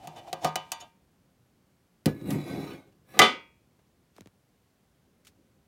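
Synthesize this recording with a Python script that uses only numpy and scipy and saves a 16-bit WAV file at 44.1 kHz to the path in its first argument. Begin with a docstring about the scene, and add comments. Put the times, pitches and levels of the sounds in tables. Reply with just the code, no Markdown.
"""First a faint scuff, then knocks, as a hand lifts the tin lid off a can in a quiet room.
The lid is set on a bench, slid along and let fall flat: blows and grit-like friction ring its decaying modes.
A few small taps follow through the bench top, as clicks with a downward-sweeping bending wave.
Last come a faint snap of noise clicks and soft pushes that hum in the bench.
One microphone takes it all in, over room hum and hiss made from banded noise."""
import sys
import numpy as np
from scipy import signal
from scipy.io import wavfile

SR = 44100
rng = np.random.default_rng(int(sys.argv[2]) if len(sys.argv) > 2 else 0)


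def int16_out(signal):
    """Quantize to a 16-bit WAV file."""
    q = np.round(np.clip(np.atleast_2d(signal).T, -1, 1) * 32767)
    wavfile.write(sys.argv[1], SR, q.astype(np.int16))


N = 250047

# Room spectrum [f/Hz, level/dB per Hz]
ROOM_SPECTRUM = [(15, -53), (25, -24), (60, -2.5), (163, 0), (208, -3), (470, -11), (553, -15.5),
                 (726, -13.5), (787, -16), (1010, -18), (3060, -24.5), (15200, -31.5), (16500, -40.5)]
# Hum of the room, its low part, over time [t/s, level/dB]
ROOM_HUM = [(0, -61), (1.0, -67.5), (2.0, -69.5), (2.9, -65), (4.7, -70.5), (5.4, -66), (5.67, -69)]
# Soft pushes on the bench [t/s, length/s, level/dB]
NUDGES = [(5.04, 0.057, -71), (5.31, .14, -69), (5.533, 0.076, -74)]
# Faint snaps [t/s, level/dB]
SNAPS = [(5.249, -59.5), (5.255, -70), (5.269, -51)]
# Small taps; the sweep rate is larger from further off
# [t/s, click level/dB, click tilt/dB per octave, bench sweep level/dB, sweep rate/Hz s]
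TAPS = [(3.792, -71, -5, -64, 1.2), (4.165, -54, 0.5, -71, 1.2), (4.182, -58, 1.1, -44, 2.4),
        (4.208, -40, -0.5, -40, 0.66), (4.219, -62, -3, -75, 1.2), (4.259, -43, -6.5, -44.5, 0.98),
        (4.273, -53, -8, -78, 1.2)]
# Bench top modes [f/Hz, relative level/dB, t60/s]
BENCH_MODES = [(70, -16, .3), (105, -11.5, 0.22), (151.6, -2.5, .15), (208, -1, 0.12), (278, -1, 0.083),
               (328, -3, 0.057), (391, -10, 0.18), (534, -15, 0.21)]
# Air modes of the open can under the lid [f/Hz, relative level/dB, t60/s]
CAN_AIR_MODES = [(348.5, -12, 0.13), (719, 2.5, 0.052), (782.5, -4, 0.062)]
# Lid modes, with levels for a knock in the hand, a flat fall and a rub
# [f/Hz, held level/dB, flat level/dB, rubbed level/dB, t60/s before damping]
LID_MODES = [(442.2, -18.5, -13.5, -16, .22), (542.4, -11, -14.5, -10.5, .22), (647, -6, -12, -8.5, .15),
             (739.4, 0, 1, -5.5, .17), (838.4, -7, -11, -13, 0.2), (919, -10, -14.5, -13.5, 0.44),
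             (1003, -13.5, -22.5, -20, 0.35), (1098, -16.5, -15.5, -15, 0.33),
             (1175.5, -10.5, 1, -16.5, .2), (1228.5, -13.5, -4, -13.5, 0.33), (1255, -18.5, -5, -24, 0.28),
             (1592, -16.5, -16, -18, 0.29), (1920, -22.5, -15.5, -22.5, .35), (1986, -27, -3, -19, 0.32),
             (2024, -25.5, -1, -18, .3), (2175, -30, -16, -14, 0.38), (2280, -27.5, -12.5, -11, .4),
             (2358, -23, -16, -15, .45), (2460, -17.5, -17, -14, 0.088), (2523, -30, -19.5, -24, .5),
             (2660, -21.5, -18.5, -24, 0.19), (2780, -24, -13.5, -27.5, .35), (2973, -13, -15.5, -23, 0.2),
             (3052, -21, -7.5, -28, .24), (3330, -31, -18, -23, 0.41), (3453, -21.5, -7, -18.5, 0.17),
             (3555, -16, -5, -20.5, 0.22), (3904, -23.5, -13, -10, 0.2), (4445, -28, -13, -31, 0.18),
             (4650, -21, -18, -27, 0.2), (5360, -16.5, -19, -21.5, 0.044), (5950, -24, -24, -28, .2),
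             (6300, -25.5, -20.5, -29, 0.13), (6780, -15, -13.5, -23.5, .1), (8670, -26, -16.5, -24, 0.13),
             (9850, -29, -23, -23, 0.08), (11300, -27, -32, -25.5, .08), (12900, -29.5, -29.5, -26.5, .08)]
# Spectrum of the many unresolved modes and the room [f/Hz, level/dB per Hz]
DENSE_SPECTRUM = [(120, -44), (200, -12), (529, -5.5), (590, -17), (735, -10), (1020, -13.5), (1210, -12.5),
                  (2610, -11.5), (3070, -10), (16000, -41.5)]
# Their decay [f/Hz, t60/s before damping]
DENSE_T60 = [(250, .32), (700, 0.29), (1500, 0.3), (2500, 0.2), (4000, .27), (7000, 0.23), (11000, .16),
             (15000, .14)]
# Spectrum of the contact crack, also used for clicks and hiss [f/Hz, level/dB per Hz]
CRACK_SPECTRUM = [(300, -13), (800, -7.5), (2000, 1.5), (5000, 0), (9000, -4.5), (16000, -11.5)]
# Spectrum of the rub on the bench [f/Hz, level/dB per Hz]
RUB_SPECTRUM = [(290, -34), (500, 0.5), (1000, -17.5), (2230, -19.5), (3110, -32), (3980, -24),
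                (4730, -30.5), (16000, -30.5)]
# Short scuffs of the lid edge on rim and bench, the last a faint brush
# [t/s, length/s, ring level/dB, hiss level/dB, favoured f/Hz]
SCUFFS = [(0.01, 0.072, -82, -58.5, 3030), (0.148, 0.0679, -49, -55.5, 3250),
          (.255, 0.06, -55.5, -56, 2900), (0.401, 0.11, -38.5, -44.5, 4900), (0.791, 0.048, -44, -65, 3560),
          (.79, 0.093, -57.5, -76, 1060), (0.796, 0.024, -36, -57, 8000), (2.702, 0.02, -42.5, -70, 2340),
          (2.917, 0.018, -69, -71, 4000), (4.132, 0.087, -80, -65.5, 4990)]
# Slides of the lid along the bench, one list each [t/s, rub level/dB, bench level/dB]
SLIDES = [
    [(2.08, -56.5, -61), (2.138, -70.5, -39), (2.19, -67, -50.5), (2.24, -67.5, -44.5),
     (2.306, -50.5, -33.5), (2.36, -53, -34), (2.426, -60.5, -43.5), (2.5, -53.5, -39), (2.6, -53.5, -39),
     (2.734, -57, -46), (2.822, -71.5, -66), (2.9, -83.5, -63)],
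    [(3.04, -92, -84), (3.088, -70, -68), (3.19, -56.5, -49)],
]
# Held lid knocks on the rim
# [t/s, ring level/dB, crack level/dB, thud level/dB, crack tilt/dB per octave, spot f/Hz, can wall level/dB]
KNOCKS = [(0.073, -48.5, -42.5, -41, 0.44, 920, -48.5), (.161, -50, -65, -48.5, 0, 3500, -66.5),
          (0.3291, -36.5, -29, -28, -2, 530, -49.5), (0.4462, -24.5, -23.5, -25.5, -2.5, 1200, -34.5),
          (0.5568, -31.5, -25, -31.5, -0.52, 3000, -48.5), (0.7188, -37.5, -29, -42, 1.7, 930, -60)]
# Lid pressed to the bench bumps on it
# [t/s, ring level/dB, crack level/dB, thud level/dB, crack tilt/dB per octave, spot f/Hz]
BUMPS = [(2.0581, -35.5, -25.5, -15, 1, 2000), (2.072, -40.5, -60, -29.5, -11.5, 530),
         (2.214, -76, -69.5, -35.5, -10.5, 530), (2.284, -61, -90, -25, -5, 530),
         (2.3058, -47, -42.5, -28.5, 5.1, 3960), (2.326, -54.5, -48, -31.5, 0.5, 530)]
# Lid let go clatters flat; columns as for the bumps
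FALLS = [(3.1407, -51, -55.5, -47.5, -5, 1300), (3.17, -46.5, -51, -45, -6, 2470),
         (3.1911, -17.5, -5, -40.5, -2.5, 1973), (3.196, -22.5, -16, -28, -2.5, 930),
         (3.216, -17.5, -34.5, -31.5, 0, 3130)]

# How the lid lies when struck: (flatness: 0 takes the held levels, 1 the flat ones; decay factor;
# dense ringing over ring/dB; ring tilt per crack tilt; added ring tilt/dB per octave)
HELD = (0, 1.04, -17, 2, 1.5)
PRESSED = (.5, .5, -6, 0.67, -5)
FALLING = (1.1565, 1.0, -5.5, 1.8, -0.55)

EDGES = 25 * 2 ** np.arange(0, 9.6, .5)   # half-octave band edges, Hz
CENTRES = np.sqrt(EDGES[1:] * EDGES[:-1])

HISS_DB = -74.5
CUTOFF_HZ = 17000   # from here up the microphone signal is 80 dB down
RADIATION_HZ = 86   # lid and bench send out little below this
CAN_WALL_HZ, CAN_WALL_T60_S = 156, 0.45
CRACK_T60_S = .035
TICK_DB, TICK_T60_S = 5, 0.0023   # first contact, level over the crack
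SPOT_DB, SPOT_FALL_DB = 7, 300   # the spot struck lifts modes near its pitch; fall per squared octave
THROUGH_CAN_DB = 1   # the bench under the can, over the can wall
SMALL_COUNT = 70   # small lid modes
REST_DB, REST_FADE_DB_PER_S, REST_HZ = -64, -3, 2500   # the edge rests on the rim and rubs faintly
LIFT_OFF_S = 0.94   # end of that rub
AIR_DB, WALL_HUM_DB = 8, -7   # can air and can wall, over the hiss level
UNCOVER_S, UNCOVER_DB_PER_S = 0.5, -33.5   # both fade as the lid swings off
SCUFF_FOCUS_DB = 14   # fall per squared octave from the favoured pitch
BENCH_HZ, BENCH_HZ_PER_S = 205, 200   # favoured bench pitch climbs along a slide
RUB_TILT_DB, RUB_TILT_DB_PER_S = 1, -4.5   # tilt per octave, dulling along a slide
SHIFT_DB = 3.5   # each lid mode swells and sinks under the rub
RUB_SMALL_DB, RUB_SMALL_DECAY, WANDER_DB = -19.5, .5, 8   # small lid modes under the rub
TAP_T60_S = 0.0062
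SNAP_T60_S, SNAP_TILT_DB = 0.084, 0
PUFF_DB, PUFF_TILT_DB, PUFF_T60_S = -63.5, -8, 0.057   # dull puff that outlasts the click of every tap


def amp(db):
    """dB to gain."""
    return np.exp(np.asarray(db, float) * (np.log(10) / 20))


def rms_one(x):
    """Scale to rms 1."""
    return x / np.sqrt(np.mean(x ** 2) + 1e-20)


def at_hz(points, hz):
    """Read a table on a log-frequency axis."""
    table = np.array(points)
    return np.interp(np.log(hz), np.log(table[:, 0]), table[:, 1])


def near(hz, favoured_hz, fall_db):
    """Gain that falls with the squared distance in octaves from a favoured frequency."""
    return amp(-fall_db * np.log2(hz / favoured_hz) ** 2)


def drift(rate, size):
    """Slow random wander of rms 1, with `rate` new values a second."""
    count = int(size * rate // SR + 2)
    return rms_one(np.interp(np.arange(size) * rate / SR, np.arange(count), rng.standard_normal(count)))


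def add(out, s, sound):
    """Mix a short sound in at time s."""
    i = round(s * SR)
    out[i:i + len(sound)] += sound[:len(out) - i]


def bands():
    """White noise split into half-octave bands; neighbours are unrelated."""
    white = rng.standard_normal((2, N))
    split = []
    for k, (lo, hi) in enumerate(zip(EDGES, EDGES[1:])):
        band = signal.butter(2, [lo, hi], "band", fs=SR, output="sos")
        split.append(signal.sosfilt(band, white[k % 2]))
    return np.array(split)


def weights(spectrum, tilt_db=0):
    """Band gains that bring a spectrum to rms 1, then tilt it about 2 kHz."""
    gain = amp(at_hz(spectrum, CENTRES))
    gain = gain / np.sqrt(np.sum(gain ** 2 * np.diff(EDGES) / (SR / 2)))
    return gain * amp(tilt_db * np.log2(CENTRES / 2000))


def dying(noise, s, gains, t60, length_s):
    """Noise bands, read from time s, that start at once and die with one t60 or one each."""
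    i = round(s * SR)
    part = noise[:, i:i + round(length_s * SR)]
    t = np.arange(part.shape[1]) / SR
    return gains @ (part * amp(-60 * t / np.reshape(t60, (-1, 1))))


def ring(force, hz, t60):
    """Two-pole resonator: a unit click sets a sine of height 1 ringing."""
    r, w = amp(-60 / (t60 * SR)), 2 * np.pi * hz / SR
    return signal.lfilter([0, np.sin(w)], [1, -2 * r * np.cos(w), r * r], force + 1e-18)


def fed(noise, hz, gain, t60):
    """Noise into one mode; a unit drive gives rms 1."""
    return ring(gain * noise, hz, t60) * np.sqrt(4 * np.log(1000) / (t60 * SR))


def struck(hz, db, t60):
    """Sum of decaying modes after one click, signs alternating."""
    click = np.zeros(round(min(.6, 1.2 * max(t60)) * SR))
    click[0] = 1
    return sum((-1) ** k * amp(db[k]) * ring(click, hz[k], t60[k]) for k in range(len(hz)))


def grit(per_s, spread_db, size):
    """Dense uneven micro-contacts of metal on a hard surface; rms 1."""
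    sizes = amp(spread_db * np.minimum(rng.exponential(1, size), 4))
    sizes = sizes * rng.choice([-1, 1], size)
    return rms_one(sizes * (rng.random(size) < per_s / SR))


def room(noise):
    """Low rumble of the room that wavers slowly, and steady hiss above it."""
    gains, low = weights(ROOM_SPECTRUM), CENTRES < 650
    s, hum_db = np.transpose(ROOM_HUM)
    hum_level = amp(np.interp(np.arange(N) / SR, s, hum_db))
    hum = hum_level * rms_one(gains[low] @ noise[low])
    return hum + amp(HISS_DB) * rms_one(gains[~low] @ noise[~low])


def nudges():
    """Soft pushes, as swells of noise force, set the bench modes humming faintly."""
    out = np.zeros(N)
    for s, length_s, level_db in NUDGES:
        push = np.append(np.hanning(round(length_s * SR)), np.zeros(SR // 5))
        push = push * rng.standard_normal(len(push))
        add(out, s, sum(fed(push, hz, amp(level_db + db), t60) for hz, db, t60 in BENCH_MODES))
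    return out


def snaps(noise):
    """Faint snaps: dying noise clicks alone, with no bench wave."""
    out = np.zeros(N)
    gains = weights(CRACK_SPECTRUM, SNAP_TILT_DB)
    for s, db in SNAPS:
        add(out, s, amp(db) * dying(noise, s, gains, SNAP_T60_S, .1))
    return out


def taps(noise):
    """A click through the air and a bending wave through the bench: highs arrive first, so it sweeps down."""
    out, t = np.zeros(N), np.arange(round(0.058 * SR)) / SR
    puff_gains = weights(CRACK_SPECTRUM, PUFF_TILT_DB)
    for s, click_db, tilt_db, sweep_db, rate in TAPS:
        sweep_hz = 60 + rate / (t + 0.0006)
        envelope = np.minimum(t / 0.0021, 1) * amp(-60 * t / 0.086)
        sweep = np.sin(2 * np.pi * np.cumsum(sweep_hz) / SR) * envelope
        add(out, s, amp(click_db) * dying(noise, s, weights(CRACK_SPECTRUM, tilt_db), TAP_T60_S, .1))
        # read other noise, so that puff and click are unrelated
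        add(out, s, amp(PUFF_DB) * dying(noise, s + .1, puff_gains, PUFF_T60_S, .1))
        add(out, s, amp(sweep_db) * sweep)
    return out


def friction(hiss, s, swell, ring_db, hiss_db, favoured_hz):
    """Friction at the lid edge rings in the held lid and, while the lid still covers it, in the can."""
    swell = np.append(swell, np.zeros(round(.3 * SR)))   # room to ring on
    drive = swell * grit(4000, 2.5, len(swell))
    t = s + np.arange(len(swell)) / SR
    can_db = hiss_db + UNCOVER_DB_PER_S * np.maximum(t - UNCOVER_S, 0)
    lid = sum(fed(drive, hz, amp(held_db + 4) * near(hz, favoured_hz, SCUFF_FOCUS_DB), 0.54 * t60)
              for hz, held_db, _, _, t60 in LID_MODES)
    air = sum(fed(drive, hz, amp(can_db + AIR_DB + db), t60) for hz, db, t60 in CAN_AIR_MODES)
    wall = fed(drive, CAN_WALL_HZ, amp(can_db + WALL_HUM_DB), CAN_WALL_T60_S)
    rush = amp(hiss_db) * swell * hiss[round(s * SR):][:len(swell)]
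    return amp(ring_db) * lid + air + wall + rush


def scuffs(noise):
    """Short swells of friction, the early ones over a faint fading rub of the edge on the rim."""
    out, hiss = np.zeros(N), weights(CRACK_SPECTRUM, -1.9) @ noise
    for s, length_s, ring_db, hiss_db, favoured_hz in SCUFFS:
        swell = np.hanning(round(length_s * SR))
        add(out, s, friction(hiss, s, swell, ring_db, hiss_db, favoured_hz))
    t = np.arange(round(LIFT_OFF_S * SR)) / SR
    rest = amp(REST_FADE_DB_PER_S * t) * np.minimum((LIFT_OFF_S - t) / .1, 1)
    add(out, 0, friction(hiss[SR:], 0, rest, REST_DB, REST_DB, REST_HZ))
    return out


def small_modes():
    """The many small modes of the lid: pitches and t60, both scattered."""
    hz = np.linspace(1400, 15000, num=SMALL_COUNT) + rng.uniform(-90, 90, size=SMALL_COUNT)
    return hz, at_hz(DENSE_T60, hz) * amp(rng.normal(0, 1.0, size=SMALL_COUNT))


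def slide(noise, small_hz, small_t60):
    """The lid dragged over the bench: grit feeds the damped lid, lumps the bench; mode levels wander."""
    out = np.zeros(N)
    for rows in SLIDES:
        s, *columns = np.transpose(rows)
        t = np.arange(s[0], s[-1] + .2, 1 / SR)   # 0.2 s to ring on
        moving = t < s[-1]
        rub_db, bench_db = [np.interp(t, s, c) for c in columns]
        favoured_hz = BENCH_HZ + BENCH_HZ_PER_S * (t - s[0])
        tilt_db = RUB_TILT_DB + RUB_TILT_DB_PER_S * (t - s[0])
        fine = moving * grit(4000, 4.0, len(t))
        lumps = moving * grit(500, 3.0, len(t))

        lid = np.zeros(len(t))
        for hz, _, _, db, t60 in LID_MODES:
            mode_db = rub_db + db + 3.5 + tilt_db * np.log2(hz / 2000) + SHIFT_DB * drift(15, len(t))
            lid += fed(fine, hz, amp(mode_db), 0.22 * t60)
        for hz, t60 in zip(small_hz, small_t60):
            mode_db = rub_db + RUB_SMALL_DB + at_hz(RUB_SPECTRUM, hz) - at_hz(RUB_SPECTRUM, 4000.)
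            mode_db = mode_db + tilt_db * np.log2(hz / 2000) + WANDER_DB * drift(5, len(t))
            lid += fed(fine, hz, amp(mode_db), RUB_SMALL_DECAY * t60)
        bench = sum(fed(lumps, hz, amp(bench_db + db) * near(hz, favoured_hz, 11), 1.1 * t60)
                    for hz, db, t60 in BENCH_MODES)

        part = noise[:, round(s[0] * SR):][:, :len(t)]
        part = part * amp(np.outer(np.log2(CENTRES / 2000), tilt_db))
        hiss = moving * amp(rub_db - 3) * (weights(RUB_SPECTRUM) @ part)
        add(out, s[0], lid + bench + hiss)
    return out


def blows(noise, small_hz, small_t60):
    """Each blow rings the lid, thuds in can or bench, cracks, and leaves a dense tail of small modes and room."""
    out = np.zeros(N)
    hz, held_db, flat_db, _, t60 = np.transpose(LID_MODES)
    groups = ((KNOCKS, HELD, CAN_AIR_MODES), (BUMPS, PRESSED, BENCH_MODES), (FALLS, FALLING, BENCH_MODES))
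    for table, lying, body in groups:
        flat, decay, dense_over_db, follows, brighter_db = lying
        # the point of contact varies from blow to blow
        spot = rng.normal(0, 1, (len(table), len(LID_MODES) + SMALL_COUNT))
        for (s, ring_db, crack_db, thud_db, tilt_db, spot_hz, *_), chance in zip(table, spot):
            ring_tilt_db = follows * tilt_db + brighter_db
            modes_db = (1 - flat) * held_db + flat * flat_db + ring_tilt_db * np.log2(hz / 1000)
            modes_db = modes_db + 1.3 * chance[:len(LID_MODES)] + SPOT_DB * near(hz, spot_hz, SPOT_FALL_DB)
            add(out, s, amp(ring_db) * struck(hz, modes_db, t60 * decay))
            add(out, s, amp(thud_db) * struck(*np.transpose(body)))

            # crack, tick and tail read the noise at different times, so they are unrelated
            crack_gains, tick_gains = weights(CRACK_SPECTRUM, tilt_db), weights(CRACK_SPECTRUM, tilt_db + 0.5)
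            add(out, s, amp(crack_db) * dying(noise, s, crack_gains, CRACK_T60_S, .1))
            add(out, s, amp(crack_db + TICK_DB) * dying(noise, s + .2, tick_gains, TICK_T60_S, .02))

            dense_db = ring_db + dense_over_db
            small_db = at_hz(DENSE_SPECTRUM, small_hz) + tilt_db * np.log2(small_hz / 2000)
            small_db = small_db + 3.0 * chance[len(LID_MODES):]
            add(out, s, amp(dense_db + 3.0) * struck(small_hz, small_db, small_t60 * decay))
            tail_t60 = at_hz(DENSE_T60, CENTRES) * decay
            tail_gains = weights(DENSE_SPECTRUM, tilt_db)
            add(out, s, amp(dense_db) * dying(noise, s + .5, tail_gains, tail_t60, .6))
    # knocks on the rim also reach the can wall and, through the can, the bench
    for s, *_, wall_db in KNOCKS:
        add(out, s, amp(wall_db + THROUGH_CAN_DB) * struck(*np.transpose(BENCH_MODES)))
        add(out, s, struck(np.array([CAN_WALL_HZ]), [wall_db], np.array([CAN_WALL_T60_S])))
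    return out


def scene():
    """All sources at one microphone; the lows of all but the room are cut."""
    noise, small = bands(), small_modes()
    things = nudges() + snaps(noise) + taps(noise)
    things = things + scuffs(noise) + slide(noise, *small) + blows(noise, *small)
    things = signal.sosfilt(signal.butter(4, RADIATION_HZ, "high", fs=SR, output="sos"), things)
    # shift the noise so that the room is unrelated to the handling sounds
    return (things + room(np.roll(noise, N // 3, axis=1)))[None]


def record(dry):
    """Peaks are rounded, the top is cut."""
    rounded = 1.1 * np.tanh(dry / 1.1)
    return signal.sosfilt(signal.cheby2(16, 80, CUTOFF_HZ, fs=SR, output="sos"), rounded)


dry = scene()
out = record(dry)
int16_out(out)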